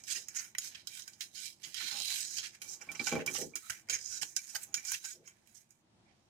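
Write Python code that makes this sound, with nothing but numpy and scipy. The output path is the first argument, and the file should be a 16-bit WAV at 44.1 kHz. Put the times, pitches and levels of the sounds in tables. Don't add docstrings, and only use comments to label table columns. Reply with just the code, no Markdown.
import sys
import numpy as np
from scipy import signal
from scipy.fft import rfft, irfft, next_fast_len
from scipy.io import wavfile
from scipy.ndimage import uniform_filter1d, map_coordinates

SR = 44100
rng = np.random.default_rng(int(sys.argv[2]) if len(sys.argv) > 2 else 0)


def bounce(signal):
    frames = np.transpose(np.atleast_2d(signal))
    limited = np.clip(frames, -1, 1)
    pcm = np.round(limited * 32767).astype(np.int16)
    wavfile.write(sys.argv[1], SR, pcm)


N = 277389


def amp(db):
    return 10 ** (np.asarray(db) / 20)


def unit(x):
    return x / np.sqrt(np.mean(x ** 2) + 1e-20)


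def along(points, hz):
    f, v = np.transpose(points)
    return np.interp(np.log(hz + 1), np.log(f + 1), v)


def wobble(rate):
    points = rng.standard_normal(int(N * rate / SR) + 4)
    return map_coordinates(points, [np.arange(N) * rate / SR])


def filtered(x, response):
    m = next_fast_len(N + SR // 2)
    return irfft(rfft(x, m) * response(np.fft.rfftfreq(m, 1 / SR)), m)[..., :N]


def causal(gain):
    cep = irfft(np.log(gain + 1e-6))
    half = len(cep) // 2
    cep[1:half] *= 2
    cep[half + 1:] = 0
    return np.exp(rfft(cep))


def modes(table, f, sign=-1):
    total = 0
    for k, (hz, width, db) in enumerate(table):
        resonance = 1j * f * width / (hz * hz - f * f + 1j * f * width)
        total = total + sign ** k * amp(db) * resonance
    return total


def bands(f, borders_hz, steepness):
    below = [0 * f] + [1 / (1 + (f / hz) ** steepness) for hz in borders_hz] + [1 + 0 * f]
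    return np.diff(below, axis=0)


def gestures(start, hold, first_db, last_db, swell, fade):
    t = np.arange(0, N / SR + .002, .001)
    since = t - start[:, None, None]
    hold = hold[:, None, None] + .001
    db = first_db[..., None] + (last_db - first_db)[..., None] * np.clip(since / hold, 0, 1)
    db = db - swell * np.clip(-since, 0, None)
    db = db - np.reshape(fade, (-1, 1)) * np.clip(since - hold, 0, None)
    gains = np.sqrt(np.sum(amp(db) ** 2, axis=0))
    return np.array([np.interp(np.arange(N) / SR, t, gain) for gain in gains])


def grit(patchy_db, size):
    z = signal.stft(rng.standard_normal(N), nperseg=256)[2]
    field = uniform_filter1d(rng.standard_normal(z.shape), size=2, axis=0)
    field = unit(uniform_filter1d(field, size=size, axis=1))
    patches = amp(patchy_db * 1.5 * np.tanh(field / 1.5))
    return unit(signal.istft(z * patches, nperseg=256)[1][:N])


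def add(forces, s, burst, parts_db, ring_db, pan_db):
    rasp_and_ring_db, right_and_left_db = [0, ring_db], [0, pan_db]
    gains = amp(np.add.outer(np.add.outer(rasp_and_ring_db, right_and_left_db), parts_db))
    forces[..., round(s * SR):][..., :len(burst)] += gains[..., None] * burst


# (frequency [Hz], relative level [dB])
HUM_COLOUR = [(12, -79.5), (20, -22), (69, -10.5), (102, -2.5), (195, -7), (224, -2.5), (273, -14),
              (332, -4.5), (428, -17), (772, -13.5), (1280, -20.5), (2240, -23.5), (2730, -24),
              (3520, -23.5), (6000, -27), (9000, -31), (16500, -62)]
# (frequency [Hz], likeness [-1 to 1])
HUM_LIKENESS = [(30, 0.82), (70, 0.77), (180, 0.83), (550, 0.44), (1650, -0.13), (4970, -0.28),
                (15000, -0.05)]
HUM_DB = -71.5


def hum():
    turn = lambda hz: np.arccos(np.clip(along(HUM_LIKENESS, hz), -1, 1)) / 2
    pair = rng.standard_normal((2, N)) * amp(2.2 * wobble(5))
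    colour = lambda hz: amp(along(HUM_COLOUR, hz)) * [np.cos(turn(hz)), np.sin(turn(hz))]
    mid, side = filtered(pair, colour)
    return amp(HUM_DB) * unit(np.array([mid + side, mid - side]))


def tail(t60, length):
    hz, t, z = signal.stft(rng.standard_normal((2, length)), SR, nperseg=128)
    out = signal.istft(z * amp(-60 * t / t60(hz)[:, None]), SR, nperseg=128)[1]
    return out / np.linalg.norm(out[0])


def echoes(x, t60, length, delay):
    out, hop = np.zeros((2, N + SR)), SR // 6
    for at in range(0, N, hop):
        echo = signal.fftconvolve(x[None, at:at + hop], tail(t60, length), axes=1)
        out[:, at + delay:][:, :echo.shape[1]] += echo
    return out[:, :N]


# (frequency [Hz], time to fall 60 dB [s])
KITCHEN_T60 = [(200, 0.21), (2000, 0.13), (7000, 0.12), (15000, 0.21)]


def kitchen(blade, pan):
    return echoes(amp(-12.5) * blade + amp(-3.0) * pan, lambda hz: along(KITCHEN_T60, hz), SR // 3, 200)


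# (time [s], gain toward the left port [dB])
TRAVEL = [(0.1, 0), (0.7, 1.5), (1.3, -4), (1.8, -7.5), (2.3, 0.5), (2.65, 0.5), (2.9, -3), (3.15, 0.5),
          (3.5, -1), (3.95, -1), (4.2, -6.5), (4.7, 2.5), (5.3, 1), (5.8, -20)]
# (frequency [Hz], left over right [dB], before a 3 dB lift)
SHADOW = [(300, -2.5), (1000, -6.5), (2200, -9), (4500, -16.5), (8000, -16), (15000, -4)]


def left_port(blade):
    moving = blade * amp(np.interp(np.arange(N) / SR, *np.transpose(TRAVEL)))
    shaded = filtered(moving, lambda hz: causal(amp(along(SHADOW, hz) + 3.0)))
    return echoes(shaded, lambda hz: .02 + 0 * hz, 1024, 0)[0]


# (frequency [Hz], level [dB])
THUD = [(60, -52), (130, -11.5), (300, -7), (500, -12), (900, -16.5), (1400, -23.5), (2200, -88),
        (3300, -120)]
IRON_HZ = [164, 233, 292, 358, 441, 507, 633, 801, 1066]
# (width [Hz], strength [dB], before a shared 7 dB lift)
IRON = [(17.94, 0), (24.2, -1.5), (15.8, -1), (16, 2), (22.1, -2.5), (15.9, -8.5), (16.07, -9), (22.8, -3),
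        (23.06, -12.5)]
JUDDER_HZ = [400, 660]
# (time [s], hold [s], deep judder [dB], middle judder [dB], hard judder [dB], shake of the phone [dB])
SHOVES = [(0.16, 0.039, -72, -67, -89, -79), (1.645, 0.051, -65, -88, -70.5, -77),
          (1.757, 0.064, -90, -100, -81, -75), (1.836, 0.017, -57.5, -96, -76, -88),
          (1.922, 0.088, -56.5, -96, -51.5, -78), (2.07, 0.055, -85, -97, -59.5, -75),
          (2.387, 0.022, -65, -78, -69, -82), (2.614, 0.16, -66.5, -85, -66, -86),
          (2.81, 0.017, -76, -66, -57, -77), (2.876, 0.09, -59.5, -74, -55, -74),
          (3.002, 0.016, -43.5, -86, -48, -82), (3.075, 0.015, -48, -72, -41.5, -65),
          (3.124, 0.057, -35, -36.5, -43.5, -59), (3.203, 0.02, -44, -39.5, -50, -71),
          (3.263, 0.033, -42.5, -53.5, -48, -68), (3.322, 0.035, -47.5, -64, -57, -72),
          (3.388, 0.046, -55.5, -41, -79, -73), (3.42, 0.05, -47, -52, -89, -80),
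          (3.521, 0.046, -54.5, -70, -65.5, -82), (3.706, 0.013, -80, -98, -62, -61),
          (3.893, 0.075, -65, -59, -87, -66.5), (4.223, 0.0044, -52.5, -62, -69, -82),
          (4.553, 0.0078, -84, -93, -48, -70.5), (4.68, 0.1, -66.5, -87, -66.5, -79),
          (4.848, 0.0089, -87, -94, -61, -85), (4.928, 0.013, -88, -98, -88, -64),
          (5.147, 0.088, -69.5, -62, -99, -95)]
SHOVE_SWELL_DB_PER_S, SHOVE_FADE_DB_PER_S = 1198, 554.5
# (time [s], level [dB])
KNOCKS = [(3.126, -4), (3.155, -7), (3.166, -15), (3.189, -17.5), (3.197, -28.5), (3.221, -22),
          (3.393, -23), (4.233, -39)]


def pan_body(f):
    iron = [(hz, *rest) for hz, rest in zip(IRON_HZ, IRON)]
    return causal(amp(along(THUD, f))) + amp(7.0) * modes(iron, f, sign=1)


def grate():
    rows = np.array(SHOVES)
    *levels, shake = gestures(rows[:, 0], rows[:, 1], rows[:, 2:], rows[:, 2:],
                              SHOVE_SWELL_DB_PER_S, SHOVE_FADE_DB_PER_S)
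    rub = amp(2.2 * wobble(90)) * rng.standard_normal(N)
    judder = 0
    for k, level in enumerate(levels):
        band = lambda f: pan_body(f) * causal(np.sqrt(bands(f, JUDDER_HZ, 12)[k]))
        judder = judder + level * unit(filtered(rub, band))
    blows = np.zeros(N)
    for s, db in KNOCKS:
        blows[round(s * SR)] = amp(db + 9.0)
    common, own = rng.standard_normal(N), rng.standard_normal((2, N))
    low_band = lambda f: (f / 85) ** 5 / (1 + (f / 85) ** 6) / (1 + (f / 110) ** 6)
    rumble = unit(filtered(common + 0.94 * own, low_band))
    return amp(-9.0) * judder + filtered(blows, pan_body), shake * amp(1.0) * rumble


# (time [s], level [dB], time to fall 60 dB while free [s], free ring [s])
PINGS = [(2.813, -40.5, .1, 0.012), (2.889, -29, 0.13, 0.021), (2.952, -41, .1, 0.013),
         (2.9942, -21.5, 0.077, 0.028), (3.071, -35, .2, 0.018), (3.1167, -31, 0.18, 0.025),
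         (3.159, -29, 0.12, 0.017), (3.276, -23.5, 0.1, 0.02), (3.536, -41, 0.1, .02),
         (3.927, -30.5, 0.09, 0.016), (4.3892, -39.5, 0.074, 0.024), (4.775, -35.5, 0.11, .02)]
PING_DAMPED_T60_S, PING_PAN_DB = 0.049, -11


def pings():
    out, t = np.zeros(N + SR), np.arange(SR // 5) / SR
    waver = np.cumsum(rng.standard_normal((len(PINGS), len(t))), axis=1) * .015
    for drift, (s, db, t60, free) in zip(waver, PINGS):
        tone = np.sin(2 * np.pi * STEEL_HZ[1] * t + drift) * (1 - np.exp(-t / 0.0014))
        damping_db = 60 * np.clip(t - free, 0, None) / PING_DAMPED_T60_S
        out[round(s * SR):][:len(t)] += tone * amp(db - 60 * t / t60 - damping_db)
    return out[:N]


# (time [s], level [dB], pitch [Hz], time to fall 60 dB [ms])
TAPS = [(0.5505, -27.5, 2020, 13), (0.5497, -30.5, 3060, 8), (2.812, -55, 1390, 17), (3.128, -36, 1160, 20),
        (0.583, -33, 2000, 8.8), (0.872, -43.5, 1480, 22), (1.077, -42, 1560, 43), (1.208, -34.5, 2160, 31),
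        (3.072, -33, 833, 36), (3.351, -37.5, 786, 39), (3.354, -38, 1170, 49), (3.699, -43, 920, 35),
        (3.888, -49, 920, 17), (3.897, -29, 1510, 22), (4.229, -36, 840, 18), (4.366, -37.5, 1540, 44),
        (4.555, -29, 1544, 40), (4.559, -45.5, 787, 41), (4.743, -35, 1480, 46), (4.919, -31.5, 1544, 28)]
TAP_PAN_DB, TAP_RISE_MS = 0.5, 0.3


def taps():
    out, ms = np.zeros(N + SR), np.arange(SR // 10) / SR * 1000
    for s, db, hz, t60 in TAPS:
        tone = np.sin(2 * np.pi * hz * ms / 1000)
        shape = (1 - np.exp(-ms / TAP_RISE_MS)) * amp(db - 60 * ms / t60)
        out[round(s * SR):][:len(ms)] += tone * shape
    return out[:N]


# (time [s], hold [s], pitch [Hz], width of each of two resonances in a row [Hz], level [dB])
SINGS = [(0.1, 0.05, 6450, 300, -47), (0.098, 0.018, 2350, 90, -54), (0.155, 0.025, 2700, 200, -56),
         (0.157, 0.025, 1880, 130, -50), (0.36, .018, 5300, 200, -50), (0.358, .012, 6150, 250, -48),
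         (0.385, .014, 5500, 500, -49), (0.36, .05, 1900, 300, -60), (0.92, .03, 2340, 80, -61),
         (0.97, 0.04, 1500, 150, -63), (1.36, 0.12, 6770, 200, -55), (1.38, 0.06, 4000, 200, -58),
         (1.37, 0.12, 2300, 250, -59), (1.375, 0.06, 1510, 150, -62), (1.8, .15, 4150, 450, -44),
         (1.96, .2, 4020, 350, -43.5), (1.78, .15, 1480, 150, -56), (1.89, .1, 6770, 80, -51),
         (2.1, .25, 6740, 150, -49), (1.97, .08, 8250, 350, -50), (2.14, .09, 8300, 400, -49),
         (2.63, .05, 2340, 70, -58), (4.11, .08, 1500, 180, -58), (4.84, .115, 2340, 110, -52),
         (4.88, .03, 1500, 150, -54), (4.745, .035, 6770, 120, -45), (4.87, .04, 5900, 150, -48),
         (5.048, .075, 6760, 70, -46), (5.045, .06, 1550, 70, -58), (5.045, .07, 2330, 60, -59),
         (1.78, .45, 14600, 700, -60), (1.78, .3, 11300, 400, -60), (1.8, .4, 9110, 150, -59),
         (3.4, 0.038, 464, 150, -50.5), (3.64, .03, 1300, 130, -59), (3.72, 0.036, 2000, 180, -54),
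         (6.065, 0.051, 2250, 360, -74), (6.07, 0.048, 800, 150, -73)]
SING_EDGE_S, SING_PAN_DB = .01, -2.5


def sings():
    out, t = np.zeros((2, N + SR)), np.arange(SR // 2) / SR - .1
    noise = rng.standard_normal((len(SINGS), 2, len(t)))
    f = np.fft.rfftfreq(len(t), 1 / SR)
    for pair, (s, hold, hz, width_hz, db) in zip(noise, SINGS):
        tone = unit(irfft(rfft(pair) * modes([(hz, width_hz, 0)], f) ** 2, len(t)))
        outside = np.clip(-t, 0, None) + np.clip(t - hold, 0, None)
        shape = np.exp(-outside / SING_EDGE_S)
        out[:, round(s * SR):][:, :len(t)] += amp(db) * shape * tone
    return out[:, SR // 10:][:, :N]


# (time [s], level [dB], weight on the pan [dB], blade flex [dB], thin edge [dB], hold [ms])
JABS = [(0.076, -28, -12.5, -16, -31, 62), (0.101, -27, -14, -7, -14, 22),
        (0.1487, -30.5, -5.5, -3, -24.5, 27), (0.354, -23, -13, -49, -30.5, 19.6),
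        (0.383, -25.5, -19, -12.5, -36, 17), (0.745, -42, 9.5, 12.5, -18, 9.7),
        (1.2042, -33.5, -4, -2.5, -34, 15.3), (1.347, -51, -4, 12.5, -28, 59),
        (1.631, -35, -4.5, 1.5, -24.5, 18), (2.1036, -38, -20, -8, -19, 12),
        (2.366, -27.5, -16, -4, -18, 21.5), (2.425, -42.5, 5.5, 8, -25, 32),
        (2.683, -28.5, -47, -46, -32.5, 55), (2.8072, -33, -3.5, -39, -27.5, 16),
        (2.9477, -32, 2.5, -26.5, -47.5, 9), (3.0724, -44.5, -22, -26, -33.5, 62),
        (3.343, -27, -10, -4, -23.5, 28), (3.6962, -18, -4, -39, -14, 6.8),
        (3.926, -24, -15, -10, -26.5, 29.5), (4.2126, -26.5, -6, -3, -11, 14.6),
        (4.488, -32, -25, -18, -30, 20), (4.5474, -32, -6, 3.5, -3, 16), (4.631, -23.5, -26, -20, -10, 4.9),
        (4.74, -31.5, -36.5, 3, -22.5, 6.7), (4.8674, -24.5, -28, -30, -42, 36),
        (4.934, -27, -7, -7, -25.5, 15.4), (5.038, -26, -10.5, -28, -38, 15.6),
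        (5.254, -46, -14, -31, -31, 26), (5.5435, -43.5, -19, -14.5, -14.5, 34)]
JAB_RING_DB, JAB_PAN_DB = -10.5, -1
JAB_THUMP_DB = -15.5


def jabs():
    forces, ms = np.zeros((2, 2, 5, N + SR)), np.arange(SR // 5) / SR * 1000
    noise = grit(patchy_db=7.0, size=16) * amp(0.19 * wobble(250))
    for s, db, weight_db, flex_db, edge_db, hold in JABS:
        release_db = 60 * np.clip(ms - hold, 0, None) / (14 + 1.9 * hold)
        shape = (1 - np.exp(-ms / 3)) * amp(db - 12.0 - release_db)
        parts_db = [weight_db + JAB_THUMP_DB, weight_db + 2.5, flex_db + 2.0, 0, edge_db + 11.5]
        add(forces, s, shape * noise[round(s * SR):][:len(ms)], parts_db, JAB_RING_DB, JAB_PAN_DB)
    return forces[..., :N]


# (time [s], level [dB], weight on the pan [dB], blade flex [dB], thin edge [dB], tail's fall by 60 dB [ms])
CLICKS = [(0.037, -32, -22, -23, -22, 65), (0.284, -22, -18, -47, -21, 32),
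          (0.5497, -39.5, 2.5, -2, -11, 12), (0.5835, -16.5, -20, -12.5, -14, 31),
          (0.8715, -32.5, -33, 5.5, -7.5, 58), (1.021, -30, -40, -4, -26, 23),
          (1.078, -33.5, -14, -7, -10.5, 38), (1.134, -41, -31, -7, -21, 88),
          (1.2074, -38, -18, 13, -2, 134), (1.7434, -44, -2, 17, 3.5, 53),
          (1.8006, -32.5, -2.5, -7, -24.5, 220), (1.989, -28.5, -19.5, -13, -18, 25),
          (2.001, -23.5, -21, -8, -19.5, 15), (2.02, -25.5, -27, 2, -14.5, 28),
          (2.205, -25.5, -35, -12, -12, 18), (2.104, -25, -17.5, -12, -19, 20),
          (2.309, -30.5, -20, -20, -16, 25), (2.3833, -31.5, -11, 6.5, -23, 130),
          (2.617, -33, -12.5, -3.5, -8, 117), (2.889, -51, 1, -23, -30, 36),
          (2.916, -32, -10, -9, -10.5, 78), (2.997, -36.5, -2.5, 6.5, -33, 90),
          (3.0692, -13.5, -12.5, -23, -40.5, 72), (3.116, -27.5, -7, -20, -30.5, 250),
          (3.262, -20.5, -16.5, -18, -14.5, 67), (3.275, -29, -3.5, -14, -25, 130),
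          (3.414, -25, -16.5, -17, -15, 51), (3.5553, -22.5, -13.5, -13, -11.5, 93),
          (3.705, -27, -9, -1, -14, 4.3), (3.887, -31.5, -8, -20.5, -22, 25),
          (3.897, -19.5, -15, -7.5, -16, 156), (4.231, -20.5, -8, -2, -17.5, 13),
          (4.3639, -11, -25, -14, -21.5, 57), (4.7419, -17, -20.5, -7, -17, 52),
          (4.759, -22, -31, -30, -26, 8.1), (4.8503, -23.5, -22.5, -34, -27, 72),
          (4.9184, -16, -19, -31, -11.5, 20), (5.275, -38, -9.5, -26, -17.5, 124),
          (5.473, -51, -5, -12, -4.5, 16), (5.615, -51, -26, -35, -12, 52),
          (5.7063, -46.5, -20, -29, -12.5, 58), (6.256, -57.5, -32.5, -32, -20.5, 13)]
CLICK_RING_DB, CLICK_PAN_DB = 10.5, 0.5
CLICK_TAIL_DB, CLICK_CRACK_DB = -17, -16
CLICK_CRACK_MS = 6.6


def clicks():
    forces, ms = np.zeros((2, 2, 5, N + SR)), np.arange(SR // 5) / SR * 1000
    noise = rng.standard_normal((len(CLICKS), len(ms)))
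    for row, (s, db, weight_db, flex_db, edge_db, t60) in zip(noise, CLICKS):
        dying = amp(db + CLICK_TAIL_DB - 60 * ms / t60)
        crack = amp(db + CLICK_CRACK_DB - 60 * ms / CLICK_CRACK_MS)
        burst = row * (dying + crack)
        burst[0] = amp(db - 4.5)
        parts_db = [weight_db - 3.0, weight_db + 10.5, flex_db, 0, edge_db + 12.5]
        add(forces, s, burst, parts_db, CLICK_RING_DB, CLICK_PAN_DB)
    return forces[..., :N]


# (time [s], hold [s], rasp at start [dB], rasp at end [dB],
#  weight on the pan [dB], blade flex [dB], thin edge hiss [dB])
STROKES = [(0, 0.031, -58, -73, -2.5, -16, -6), (0.084, 0.096, -49, -49, -10.5, -4, 0),
           (0.203, 0.039, -63, -60, -22, -10, -12), (0.306, 0.033, -50.5, -71, -7.5, -26, -12),
           (0.364, 0.1, -48, -55, -3, -13, -1.5), (0.614, 0.047, -51.5, -47, -10, -3.5, -2),
           (0.707, 0.085, -72, -68.5, 6, 10.5, 2), (0.895, 0.1, -60, -52, -6.5, -1, 2.5),
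           (1.075, 0.11, -61, -73.5, -8, -11, -2), (1.227, 0.059, -52, -67.5, -5, -10, -1),
           (1.348, .12, -63, -52.5, -11.5, 5, 6), (1.638, 0.067, -61, -61.5, -0.5, 2.5, 5.5),
           (1.763, 0.2, -54.5, -53, 4, 11, 4), (1.987, 0.18, -55, -54, -7.5, 11, 8.5),
           (2.111, 0.094, -47, -53, -3.5, 3.5, 5), (2.178, 0.2, -44, -43.5, -17.5, -15, -9.5),
           (2.392, 0.054, -62.5, -47.5, -7.5, 1, -3.5), (2.547, 0.036, -59, -76, 0, -3, -3.5),
           (2.641, 0.087, -57.5, -49.5, -15.5, -11, -0.5), (2.81, 0.2, -68, -76, 4.5, -2, 1),
           (2.91, 0.17, -69, -38, -16.5, -8.5, -6.5), (3.087, 0.059, -49.5, -63, 2, -0.5, -10),
           (3.211, 0.024, -53, -79, 11, -7, -7.5), (3.313, 0.099, -48.5, -43, -15.5, -10, 0.5),
           (3.595, 0.13, -66, -60, 0, -1.5, 7), (3.717, 0.082, -60, -67, 2, -10, 1.5),
           (3.924, 0.01, -58, -49.5, 7.5, -2.5, 3.5), (3.99, 0.18, -49, -38.5, -20, -20, -12.5),
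           (4.23, 0.091, -53, -56, -13.5, -20, -2), (4.373, 0.17, -54.5, -52, -12, -18, -5),
           (4.57, 0.061, -64, -57, -3.5, -10, 6), (4.774, 0.044, -47, -60, -1.5, -14, -6.5),
           (4.854, 0.087, -50, -45.5, -11, -5.5, 1), (5.053, 0.074, -44.5, -56, -11, -8.5, -1),
           (5.25, 0.24, -77, -86, 3.5, -1, 2), (5.478, 0.12, -79.5, -74.5, -1.5, -4, 8.5),
           (5.613, 0.055, -78, -84, -1, -12, -7), (5.706, 0.095, -76, -86.5, -3, -19, 3),
           (6.089, 0.058, -88.5, -93.5, 12, 7.5, -16), (6.148, 0.12, -87.5, -91.5, -4, 2.5, -1)]
STROKE_SWELL_DB_PER_S = 499
STROKE_FADE = [300, 308, 320.4, 250, 332]
STROKE_THUMP_DB = -13


def strokes():
    s, hold, first_db, last_db, weight_db, flex_db, edge_db = np.transpose(STROKES)
    parts_db = np.transpose([weight_db + STROKE_THUMP_DB, weight_db, flex_db, 0 * s, edge_db])
    effort = gestures(s, hold, first_db[:, None] + parts_db, last_db[:, None] + parts_db,
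                      STROKE_SWELL_DB_PER_S, STROKE_FADE)
    slow_db = .6 * wobble(30) + 2.5 * np.tanh(wobble(150))
    fast_db = 2 * wobble(700) + 2.6 * wobble(2500)
    stutter = unit(amp(slow_db + fast_db))
    rasp = np.array([[grit(patchy_db=4, size=26)] for port in range(2)])
    ring = np.array([[grit(patchy_db=5, size=24)] for port in range(2)])
    return np.array([stutter * effort * rasp, stutter * effort * amp(8.0) * ring])


# (frequency [Hz], relative level [dB])
RASP = [(240, -40.5), (400, -18.5), (555, -41), (806, -18.5), (1210, -9.5), (1500, -7), (1700, -2.5),
        (2700, -5), (3100, -5), (3550, -9.5), (4000, -8.5), (5300, 3), (6500, 9), (7400, -1), (8300, -5.5),
        (9300, -17), (10000, -19.5), (11300, -22.5), (12700, -25.5), (14500, -23), (15700, -43),
        (16500, -56)]
STEEL_HZ = [1500, 2332, 3160, 3950, 5140, 5858, 6290, 6770, 8004, 9110, 10830, 11310, 12500, 14600]
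# (width [Hz], strength [dB])
STEEL = [(115, -11), (55, -4.5), (61.2, -7), (247, -5), (148, -0.5), (40.8, 5.5), (41.5, 2), (40.5, 5.5),
         (40.3, -4), (77.3, -18), (59.8, -19.5), (118, -23.5), (201, -26.5), (399, -35)]
PARTS_HZ = [1250, 2800, 4700, 9400]


def steel(force, ring):
    m = next_fast_len(N + SR // 2)
    f = np.fft.rfftfreq(m, 1 / SR)
    broad = causal(amp(along(RASP, f)))
    ringing = modes([(hz, *rest) for hz, rest in zip(STEEL_HZ, STEEL)], f)
    shares = np.sqrt(np.abs(bands(f, PARTS_HZ, 16)))
    out = 0
    for part in range(5):
        cut = causal(shares[part])
        cut = cut / np.sqrt(np.mean(np.abs(broad * cut) ** 2))
        out = out + cut * (broad * rfft(force[:, part], m) + ringing * rfft(ring[:, part], m))
    return irfft(out, m)[:, :N]


def scene():
    blade = steel(*(strokes() + clicks() + jabs()))
    blade = blade + taps() * amp([[0], [TAP_PAN_DB]])
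    right, left = blade + sings() * amp([[0], [SING_PAN_DB]])
    pan, shake = grate()
    near = np.array([left_port(left), right]) + pan * amp(2.5)
    near = near + pings() * amp([[PING_PAN_DB], [0]])
    return near + kitchen(right, pan) + shake + hum()


TOP_HZ = 16600


def record(dry):
    return filtered(dry, lambda hz: hz < TOP_HZ)


dry = scene()
out = record(dry)
bounce(out)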